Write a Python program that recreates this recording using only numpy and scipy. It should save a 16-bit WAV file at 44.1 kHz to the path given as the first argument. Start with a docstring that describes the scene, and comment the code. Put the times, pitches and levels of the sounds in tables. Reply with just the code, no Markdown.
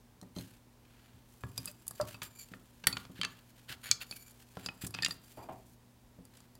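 """A small, faintly humming workshop: on a bench, a wooden dowel is pushed into a drilled rail, close to a phone.
Loose dowels are then slid, picked up and clacked together: noise cracks over ringing wood modes.
Coarse noise, spectrally shaped and sent through moving resonances, makes slides and swishes of dowel or sleeve.
Low modes make the bench thud and a board knock hollow; shaped, decaying noise makes two dull bumps.
Band-wise noise tails give the room's echo, under mains hum and shaped air noise."""
import sys
import numpy as np
from scipy import signal
from scipy.fft import rfft, irfft
from scipy.io import wavfile
from scipy.ndimage import uniform_filter1d

SR = 44100
rng = np.random.default_rng(int(sys.argv[2]) if len(sys.argv) > 2 else 0)


def store_wav(level_fs):
    """Save 16-bit WAV to argv[1]."""
    pcm = np.round(np.clip(np.atleast_2d(level_fs), -1, 1) * 32767)
    wavfile.write(sys.argv[1], SR, pcm.T.astype(np.int16))


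N = 290619
TIME = np.arange(N) / SR  # s, the whole scene
AGE = np.arange(SR // 2) / SR  # s, since a blow

# Spectrum of the room's air noise. Each row: frequency in Hz, relative level in dB.
AIR_SPECTRUM = [(12, -37.5), (25, -17), (45, -5), (75, -9.5), (130, -15), (200, -13), (290, -14.5),
                (450, -19.5), (750, -22), (950, -21), (1200, -27), (3000, -31.5), (9000, -35.5),
                (16000, -36.5)]
AIR_DB = -64
# Mains hum. Each row: multiple of the mains frequency, mean level in dB.
HUM_HARMONICS = [(2, -66.5), (4, -70.5)]
MAINS_HZ = 60
# The workshop's echo. Each row: low edge in Hz, high edge in Hz, energy in dB, t60 in seconds.
ECHO_BANDS = [(80, 400, -18, 0.39), (648, 1365, -22, 0.4), (1500, 4930, -25.5, 0.35),
              (3950, 6800, -26, 0.17), (7810, 26000, -19, 0.18)]

# Dull bumps. Each row: start in seconds, level in dB, t60 in seconds.
BUMP_EVENTS = [(5.374, -47.5, 0.45), (5.488, -42.5, 0.21)]
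# Spectrum of a bump. Each row: frequency in Hz, relative level in dB.
BUMP_SPECTRUM = [(30, -16.5), (90, 1.5), (160, -4), (300, -2.5), (500, -2), (800, 2.5), (1150, -8.5),
                 (1600, -16), (3000, -23), (6000, -59)]
# Hollow knocks on a board. Each row: start in seconds, level in dB.
KNOCK_EVENTS = [(0.364, -55.5), (1.683, -57.5), (1.9981, -30)]
# Free modes of the board. Each row: frequency in Hz, relative level in dB, t60 in seconds.
BOARD_MODES = [(600, 5, 0.19), (630, -15, 0.089), (1000, -9.5, 0.13), (1337, -11, 0.15),
               (1640, -5.5, 0.032)]

# Soft pushes on the bench top. Each row: start in seconds, level in dB before the mix, push pitch in Hz.
BENCH_PUSHES = [(0.225, -50, 198), (0.365, -41.5, 196), (.387, -45, 116), (1.143, -57, 92),
                (1.438, -41, 124), (1.585, -48, 118), (2.029, -50, 104), (2.516, -51.5, 166),
                (3.097, -50.5, 156), (3.191, -48.5, 177), (3.701, -53, 132), (3.9, -53.5, 120),
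                (4.837, -40.5, 141), (5.504, -55, 129), (6.186, -53, 173)]
# Nominal modes of the bench top. Each row: frequency in Hz, relative level in dB, t60 in seconds.
BENCH_MODES = [(79, -3, 0.28), (109.3, -1.5, 0.28), (128, -2.5, 0.074), (184.5, 1.5, 0.097),
               (260.6, -4.5, 0.22), (336, -8.5, 0.03)]
# The bench's answer to each clack: dB relative to its weight, middle pitch, spread either way.
CLACK_THUD_DB, CLACK_PUSH_HZ, PUSH_SPREAD_OCT = -6, 153, 0.45

# Slides and swishes of a dowel or sleeve. Each row: start in seconds, length in seconds, then peak scrape
# and peak hiss in dB before the sliding gains.
STROKE_EVENTS = [(0.348, 0.14, -58, -53.5), (.45, .16, -67.5, -63), (.8, 0.52, -68.5, -72),
                 (1.25, 0.38, -78, -66.5), (1.545, 0.17, -62.5, -56), (1.664, 0.064, -61, -52),
                 (1.74, 0.25, -75, -67.5), (1.93, 0.17, -64, -56.5), (2.063, 0.12, -55.5, -52),
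                 (2.214, 0.077, -52, -46.5), (2.35, .13, -68.5, -55), (2.5, 0.077, -66, -63),
                 (2.94, .15, -59, -58.5), (3.15, 0.073, -52.5, -59.5), (3.24, 0.22, -63, -68.5),
                 (3.55, 0.1, -69, -67.5), (3.678, 0.083, -44.5, -48.5), (3.83, 0.11, -46, -50),
                 (4.003, 0.046, -46, -49), (4.05, 0.35, -67, -55.5), (4.37, 0.074, -65.5, -58.5),
                 (4.54, 0.11, -62, -61.5), (4.624, 0.061, -53, -53), (4.81, 0.058, -49, -45.5),
                 (4.93, 0.21, -53.5, -62), (5.08, 0.095, -75, -53.5), (5.201, 0.3, -71, -62),
                 (5.48, 0.14, -85, -67.5), (5.65, 0.12, -83, -64), (6.3, 0.2, -67.5, -66.5)]
STROKE_RISE, STROKE_FALL = 0.26, 0.75  # shares of a stroke spent speeding up and slowing down
# Light rubbing while loose dowels are in hand: start in seconds, end in seconds.
HANDLING_SPAN = (1.5, 5.6)
HANDLING_SCRAPE_DB, HANDLING_HISS_DB = -75.5, -69  # before the sliding gains
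# Spectrum of the scrape. Each row: frequency in Hz, relative level in dB.
SCRAPE_SPECTRUM = [(290, -45.5), (500, -14), (1010, -13.5), (1590, -1), (1870, -4.5), (2080, -6),
                   (3090, -3), (3820, -8.5), (4330, -8.5), (5000, -15.5), (6500, -43.5), (11000, -120)]
# Spectrum of the hiss. Each row: frequency in Hz, relative level in dB.
HISS_SPECTRUM = [(1500, -27), (3500, -11), (5000, -4), (7200, 0), (9000, -1), (11000, -1.5), (13500, -1.5),
                 (16000, -5)]
# Resonances of a sliding dowel. Each row: ratio to the main mode, width in Hz, relative level in dB.
SLIDE_RESONANCES = [(.515, 150.6, 0.5), (1, 342.8, -1.5), (1.56, 550.6, -1), (2.2, 750, -7),
                    (2.9, 1787, -8)]

# Main bending mode of the dowel in hand. Each row: time in seconds, pitch in Hz.
DOWEL_PITCH_PATH = [(.4, 4120), (1.55, 4870), (2.1, 4690), (2.9, 4500), (3.25, 4500), (3.92, 4450),
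                    (4.3, 4540), (4.7, 4850), (5.1, 4737)]
# Nominal bending modes of a dowel. Each row: ratio to the main mode, relative level in dB, t60 in seconds.
DOWEL_MODES = [(.305, -22.5, .03), (.53, -14.5, 0.041), (0.774, -3.5, 0.016), (0.921, 2.5, .012),
               (1, 0, .045), (1.049, -3, 0.021), (1.55, -9, .028), (1.65, -13, .018), (2.211, -6, 0.028),
               (2.38, -4, 0.023), (2.9, -7, 0.013)]
# Dowel contacts. Each row: start in seconds, contact time in seconds, pitch of the wood that is hit in Hz,
# ring over crack in dB, treble level in dB before the mix, brightest pitch in Hz,
# weight on the bench in dB (the reference for low body and thud).
CLACK_EVENTS = [(0.2138, 0.0002, 1830, -9.5, -52.5, 6600, -65), (0.227, 0.0014, 1880, -5, -61, 8000, -56.5),
                (.362, 0.0012, 3170, -7, -48.5, 4550, -56), (0.385, 0.00026, 2580, 3, -44, 5300, -54.5),
                (1.436, 0.00017, 1670, -7, -44.5, 1820, -43),
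                (1.5775, 0.00058, 2420, 1.5, -31.5, 6740, -48.5),
                (1.6566, 0.00017, 1260, -5, -35, 12000, -57), (1.674, 0.0021, 2600, 12, -40.5, 3470, -55.5),
                (1.7136, .0004, 2570, -7, -51, 11000, -72), (1.867, 0.00081, 2620, -20, -48, 10000, -60),
                (1.8792, 0.00065, 2700, -12, -32, 12000, -70),
                (1.909, 0.00065, 1660, -5, -42, 10100, -50.5), (2.012, 0.00054, 2680, -3, -37.5, 6300, -39),
                (2.1427, 0.0025, 2600, 7, -46, 2680, -51), (2.218, 0.0011, 1250, -7, -37.5, 2960, -46.5),
                (2.5363, 0.00088, 1800, -9, -45, 1900, -51),
                (2.8382, 0.0017, 1605, -6.5, -41.5, 2650, -51.5),
                (2.8692, 0.00078, 1820, -10.5, -20, 3000, -36),
                (2.8699, .0006, 3390, -2, -18.5, 10960, -56),
                (2.8819, 0.00049, 1380, -5.5, -40, 2980, -47.5),
                (2.9265, 0.0015, 2500, 15, -31.5, 4430, -46),
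                (2.9681, 0.0012, 1420, -10.5, -33.5, 2800, -43.5), (3.051, .0007, 1630, -8, -52, 3430, -55),
                (3.2136, 0.00049, 3150, -4.5, -28.5, 2970, -55),
                (3.2321, 0.00068, 1740, -5, -31, 2780, -49.5), (3.24, 0.0034, 2680, -8, -35, 2020, -49.5),
                (3.2482, 0.00066, 2650, -8.5, -30.5, 3380, -51),
                (3.9131, 0.0001, 2334, -7, -16.5, 4710, -64), (3.9173, 0.00023, 2430, 7, -32, 4800, -68),
                (3.9263, 0.00024, 2380, -1, -43, 5000, -59), (4.011, 0.0025, 2704, 10, -41, 2820, -73),
                (4.019, .003, 2700, -20, -49, 11000, -75), (4.111, 0.00025, 2350, 8, -36, 6150, -51.5),
                (4.1237, 0.00033, 2550, 14, -43.5, 2180, -60), (4.5699, 0.00022, 1356, -15, -52, 3020, -40),
                (4.661, .0004, 2640, -1.5, -32.5, 5170, -45), (4.6862, 0.00074, 2540, -4, -35, 2170, -46.5),
                (4.8654, 0.0025, 2970, -22, -37, 9050, -52), (4.9065, 0.00053, 2550, 5, -49, 9520, -61),
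                (4.9395, 0.0029, 2610, -0.5, -38, 3220, -51), (4.9476, .0006, 2560, -8, -36, 2900, -48),
                (4.987, 0.0004, 2530, -4, -35.5, 1970, -45), (5.0224, 0.0014, 1814, 8, -29, 4400, -47),
                (5.0315, 0.00038, 1792, 9.5, -28, 2860, -55), (5.047, 0.00063, 1850, -6, -23.5, 4200, -56),
                (5.061, 0.0006, 2770, -8, -27, 3180, -49.5), (5.083, 0.00045, 1800, -16, -44, 10600, -46),
                (5.1082, 0.00052, 1850, 13, -32.5, 4540, -48), (6.252, 0.0004, 1960, -5, -55.5, 8850, -73),
                (6.369, 0.002, 2310, -11, -56.5, 8060, -69.5),
                (6.4028, 0.001, 2020, -8.5, -58, 7500, -62.5),
                (6.5521, 0.00063, 1910, -4.5, -56, 8300, -63)]
# Edges of the bands that balance a contact, in Hz; the first band is its low body.
CLACK_BAND_EDGES = [300, 1200, 3200, 8000, 16000]
SKIRT_DB_PER_OCT = 12.5  # treble falls away on both sides of a contact's brightest pitch
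BODY_DB = 0.5  # low wooden body of a contact, relative to its weight


def undb(db):
    """Decibels to gain."""
    return 10 ** (np.asarray(db) / 20)


def level(x, db, size=None):
    """Scale a sound so the rms of its first `size` samples (or of all) meets a level."""
    return x * undb(db) / np.sqrt(np.mean(x[:size] ** 2))


def band(x, lo_hz, hi_hz, order=3):
    """Causal band-pass."""
    edges_hz = [lo_hz, min(hi_hz, SR / 2 - 100)]
    return signal.sosfilt(signal.butter(order, edges_hz, "band", fs=SR, output="sos"), x)


def colour(x, points):
    """Shape a signal's spectrum by (Hz, dB) points."""
    hz, db = np.transpose(points)
    f = np.fft.rfftfreq(len(x), 1 / SR)
    gain = undb(np.interp(np.log(f + 1), np.log(hz), db))
    return irfft(rfft(x) * gain, len(x))


def fade(t60):
    """Exponential decay from the moment of a blow, 60 dB down after t60 seconds."""
    return np.exp(-np.log(1000) * AGE / t60)


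def ring(modes):
    """Free vibration as a sum of decaying (Hz, dB, t60) sines."""
    return sum(undb(db) * fade(t60) * np.sin(2 * np.pi * hz * AGE) for hz, db, t60 in modes)


def walk(rate):
    """Smooth random wandering with a spread near 1, `rate` new values a second."""
    k = int(SR / rate)
    steps = np.repeat(rng.standard_normal(N // k + 1), k)
    return uniform_filter1d(steps, k)[:N]


def add(track, s, sound):
    """Mix a sound into the track at time s."""
    i = int(s * SR)
    track[i:i + len(sound)] += sound[:N - i]


def background(waver_db=1, drift_db=0.15):
    """Mains harmonics that waver slowly over gently drifting, shaped air noise."""
    hum = 0
    for multiple, db in HUM_HARMONICS:
        tone = np.sqrt(2) * np.sin(2 * np.pi * multiple * MAINS_HZ * TIME)
        hum = hum + undb(db + waver_db * walk(1.5)) * tone
    air = level(colour(rng.standard_normal(N), AIR_SPECTRUM), AIR_DB)
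    return hum + air * undb(drift_db * walk(4.44))


def workshop(x, build_s=0.00468, first_wall_s=0.0017):
    """Dense echoes from near walls build up after a short gap; the treble dies sooner."""
    tail = 0
    onset = 1 - np.exp(-np.maximum(AGE - first_wall_s, 0) / build_s)
    for lo_hz, hi_hz, db, t60 in ECHO_BANDS:
        echo = band(rng.standard_normal(len(AGE)), lo_hz, hi_hz) * fade(t60) * onset
        tail = tail + undb(db) * echo / np.sqrt(np.sum(echo ** 2))
    return signal.fftconvolve(x, tail)[:N]


def bumps():
    """Dull bumps: mostly low noise that starts at once and dies away exponentially."""
    out = np.zeros(N)
    for s, db, t60 in BUMP_EVENTS:
        bump = colour(rng.standard_normal(len(AGE)), BUMP_SPECTRUM) * fade(t60)
        add(out, s, level(bump, db, size=900))
    return out


def knocks(push_s=0.0021, rattle_db=-12, rattle_t60=0.13, held_s=0.03):
    """A soft blow wakes hollow board modes, which the hand soon damps, over a faint noisy rattle."""
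    out = np.zeros(N)
    for s, db in KNOCK_EVENTS:
        rattle = band(rng.standard_normal(len(AGE)), 345, 1400) * fade(rattle_t60)
        damped = ring(BOARD_MODES) / (1 + (AGE / held_s) ** 8)
        knock = level(damped, 0, size=500) + level(rattle, rattle_db, size=500)
        add(out, s, level(knock * (1 - np.exp(-AGE / push_s)), db, size=500))
    return out


def thuds(rattle_t60=0.15, rattle_db=-9, focus_db=8, give_s=0.00053, spot_db=3, spot_cycles=14):
    """The bench top gives under each push: the spot swings at its own pitch and favours nearby modes."""
    out = np.zeros(N)
    # the pitch under each clack varies from spot to spot
    spots_hz = CLACK_PUSH_HZ * 2 ** (PUSH_SPREAD_OCT * rng.uniform(-1, 1, len(CLACK_EVENTS)))
    under_clacks = [(s, weight_db + CLACK_THUD_DB, hz)
                    for (s, *_, weight_db), hz in zip(CLACK_EVENTS, spots_hz)]
    for s, db, push_hz in BENCH_PUSHES + under_clacks:
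        detune = 1 + 0.013 * rng.standard_normal(len(BENCH_MODES))
        modes = [(hz * d, mode_db - focus_db * np.log2(hz / push_hz) ** 2, t60)
                 for (hz, mode_db, t60), d in zip(BENCH_MODES, detune)]
        spot = ring([(push_hz, spot_db, spot_cycles / push_hz)]) * (1 - np.exp(-AGE / give_s))
        # the whole top takes a moment to follow
        top = ring(modes) * (1 - np.exp(-AGE / (4 * give_s)))
        rattle = band(rng.standard_normal(len(AGE)), push_hz * 1.3, push_hz * 3, order=2) * fade(rattle_t60)
        thud = level(spot + top, 0, size=1300) + level(rattle, rattle_db, size=1300)
        add(out, s, level(band(thud, 60, 1600, order=2), db, size=1300))
    return out


def dowel_hz(s):
    """Main bending mode of the dowel in hand at time s."""
    return np.interp(s, *np.transpose(DOWEL_PITCH_PATH))


def stroke(start_s, length_s):
    """Speed of one slide or swish: it gathers quickly and eases to rest."""
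    along = (TIME - start_s) / length_s
    ramp = np.minimum(along / STROKE_RISE, (1 - along) / STROKE_FALL)
    return np.sin(np.pi / 2 * np.clip(ramp, 0, 1))


def rubbing():
    """Strength of scrape and hiss: strokes add in power to light, steady handling."""
    start_s, end_s = HANDLING_SPAN
    held = uniform_filter1d(1. * ((TIME > start_s) & (TIME < end_s)), size=SR // 5)
    scrape = held * undb(HANDLING_SCRAPE_DB) ** 2
    hiss = held * undb(HANDLING_HISS_DB) ** 2
    for start_s, length_s, scrape_db, hiss_db in STROKE_EVENTS:
        power = stroke(start_s, length_s) ** 2
        scrape = scrape + power * undb(scrape_db) ** 2
        hiss = hiss + power * undb(hiss_db) ** 2
    return np.sqrt(np.abs(scrape)), np.sqrt(np.abs(hiss))


def sliding(grain_db=4, catch_db=4.0, ring_db=-1, roll_db=4, press=0.4, firm_db=-58,
            scrape_gain_db=-1, hiss_gain_db=-2):
    """A rubbed surface catches and slips: dense tiny ticks that scrape, hiss and ring the dowels."""
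    scrape_gain, hiss_gain = rubbing()
    grain = grain_db * np.minimum(rng.exponential(size=N), 6)
    slips = rng.standard_normal(N) * undb(grain + catch_db * walk(140))
    pitch_hz = dowel_hz(TIME) * (1 + .012 * walk(25))
    turn = 2 * np.pi * np.cumsum(pitch_hz) / SR
    rings = 0
    for ratio, width_hz, db in SLIDE_RESONANCES:
        # shift down, low-pass and shift back: a resonance that follows the dowel's pitch
        carrier = np.exp(1j * ratio * turn)
        narrow = signal.sosfilt(signal.butter(2, width_hz / 2, fs=SR, output="sos"), slips / carrier)
        # it swells as the contact point moves
        rings = rings + undb(db + roll_db * walk(16)) * (narrow * carrier).real
    # a light touch mostly hisses; a firm one sets the dowel ringing
    firmness = np.minimum(hiss_gain / undb(firm_db), 1) ** press
    # the fingers damp it on and off, so the ringing comes in patches
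    firmness = firmness * np.clip(.5 + walk(11), 0, 1.5)
    hiss = level(colour(slips, HISS_SPECTRUM), 0) + level(rings, ring_db) * firmness
    scrape = level(colour(slips, SCRAPE_SPECTRUM), scrape_gain_db)
    return scrape * scrape_gain + level(hiss, hiss_gain_db) * hiss_gain


def soften(x, corner_hz=7000):
    """Soft wood rounds off the treble of each contact."""
    return signal.sosfilt(signal.butter(1, min(corner_hz, SR / 3), fs=SR, output="sos"), x)


def treble_shares(bright_hz):
    """Share in dB of each treble band in a contact that is brightest at the given pitch."""
    edges = np.array(CLACK_BAND_EDGES[1:], float)
    centres_hz = np.sqrt(edges[:-1] * edges[1:])
    db = -SKIRT_DB_PER_OCT * np.abs(np.log2(centres_hz / bright_hz))
    return db - 10 * np.log10(np.sum(undb(db) ** 2))


def clacks(crack_s=0.00032, smear=1.8, chatter_t60=0.049, chatter_db=-25, scatter_db=2,
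           wood_db=-4, wood_t60=0.054, bright_width_oct=1.8):
    """Wood meets wood: a noise crack shaped by the contact, a little chatter, and both pieces ring."""
    out = np.zeros(N)
    for s, contact_s, wood_hz, share_db, clack_db, bright_hz, weight_db in CLACK_EVENTS:
        # the point of contact decides how strongly each mode speaks; the main mode stays put
        chance = rng.standard_normal((len(DOWEL_MODES), 2))
        modes = []
        for (ratio, db, t60), (detune, strength) in zip(DOWEL_MODES, chance):
            free = ratio != 1
            hz = dowel_hz(s) * ratio * (1 + 0.0067 * detune * free)
            modes.append((hz, db + scatter_db * strength * free, t60))
        modes.append((wood_hz, wood_db, wood_t60))
        # a glancing contact builds up slowly and scuffs for longer
        bite = 1 - np.exp(-AGE / contact_s)
        scuff = np.exp(-AGE / (crack_s + smear * contact_s)) + undb(chatter_db) * fade(chatter_t60)
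        crack = level(bite * rng.standard_normal(len(AGE)) * scuff, 0, size=400)
        blow = soften(crack + level(bite * ring(modes), share_db, size=400))
        # each contact is brightest around one pitch
        spread = 2 ** (bright_width_oct / 2)
        blow = band(blow, bright_hz / spread, bright_hz * spread, order=1)
        band_db = [weight_db + BODY_DB, *(clack_db + treble_shares(bright_hz))]
        for lo, hi, db in zip(CLACK_BAND_EDGES, CLACK_BAND_EDGES[1:], band_db):
            add(out, s, level(band(blow, lo, hi, order=4), db, size=400))
    return out


def scene(clack_db=-4.5, thud_db=-1.0, knock_echo_db=-5, thud_echo_db=-4):
    """Everything on the bench, its echo and the quiet room."""
    wood = undb(clack_db) * clacks() + bumps() + sliding()
    bench, board = undb(thud_db) * thuds(), knocks()
    # bench and board are close to the phone and radiate little into the room
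    echo = workshop(wood + undb(thud_echo_db) * bench + undb(knock_echo_db) * board)
    return (wood + bench + board + echo + background())[None]


def record(dry):
    """The phone cuts the top with a steep low-pass at 16 kHz."""
    return signal.sosfilt(signal.ellip(10, .2, 70, 16000, fs=SR, output="sos"), dry)


dry = scene()
out = record(dry)
store_wav(out)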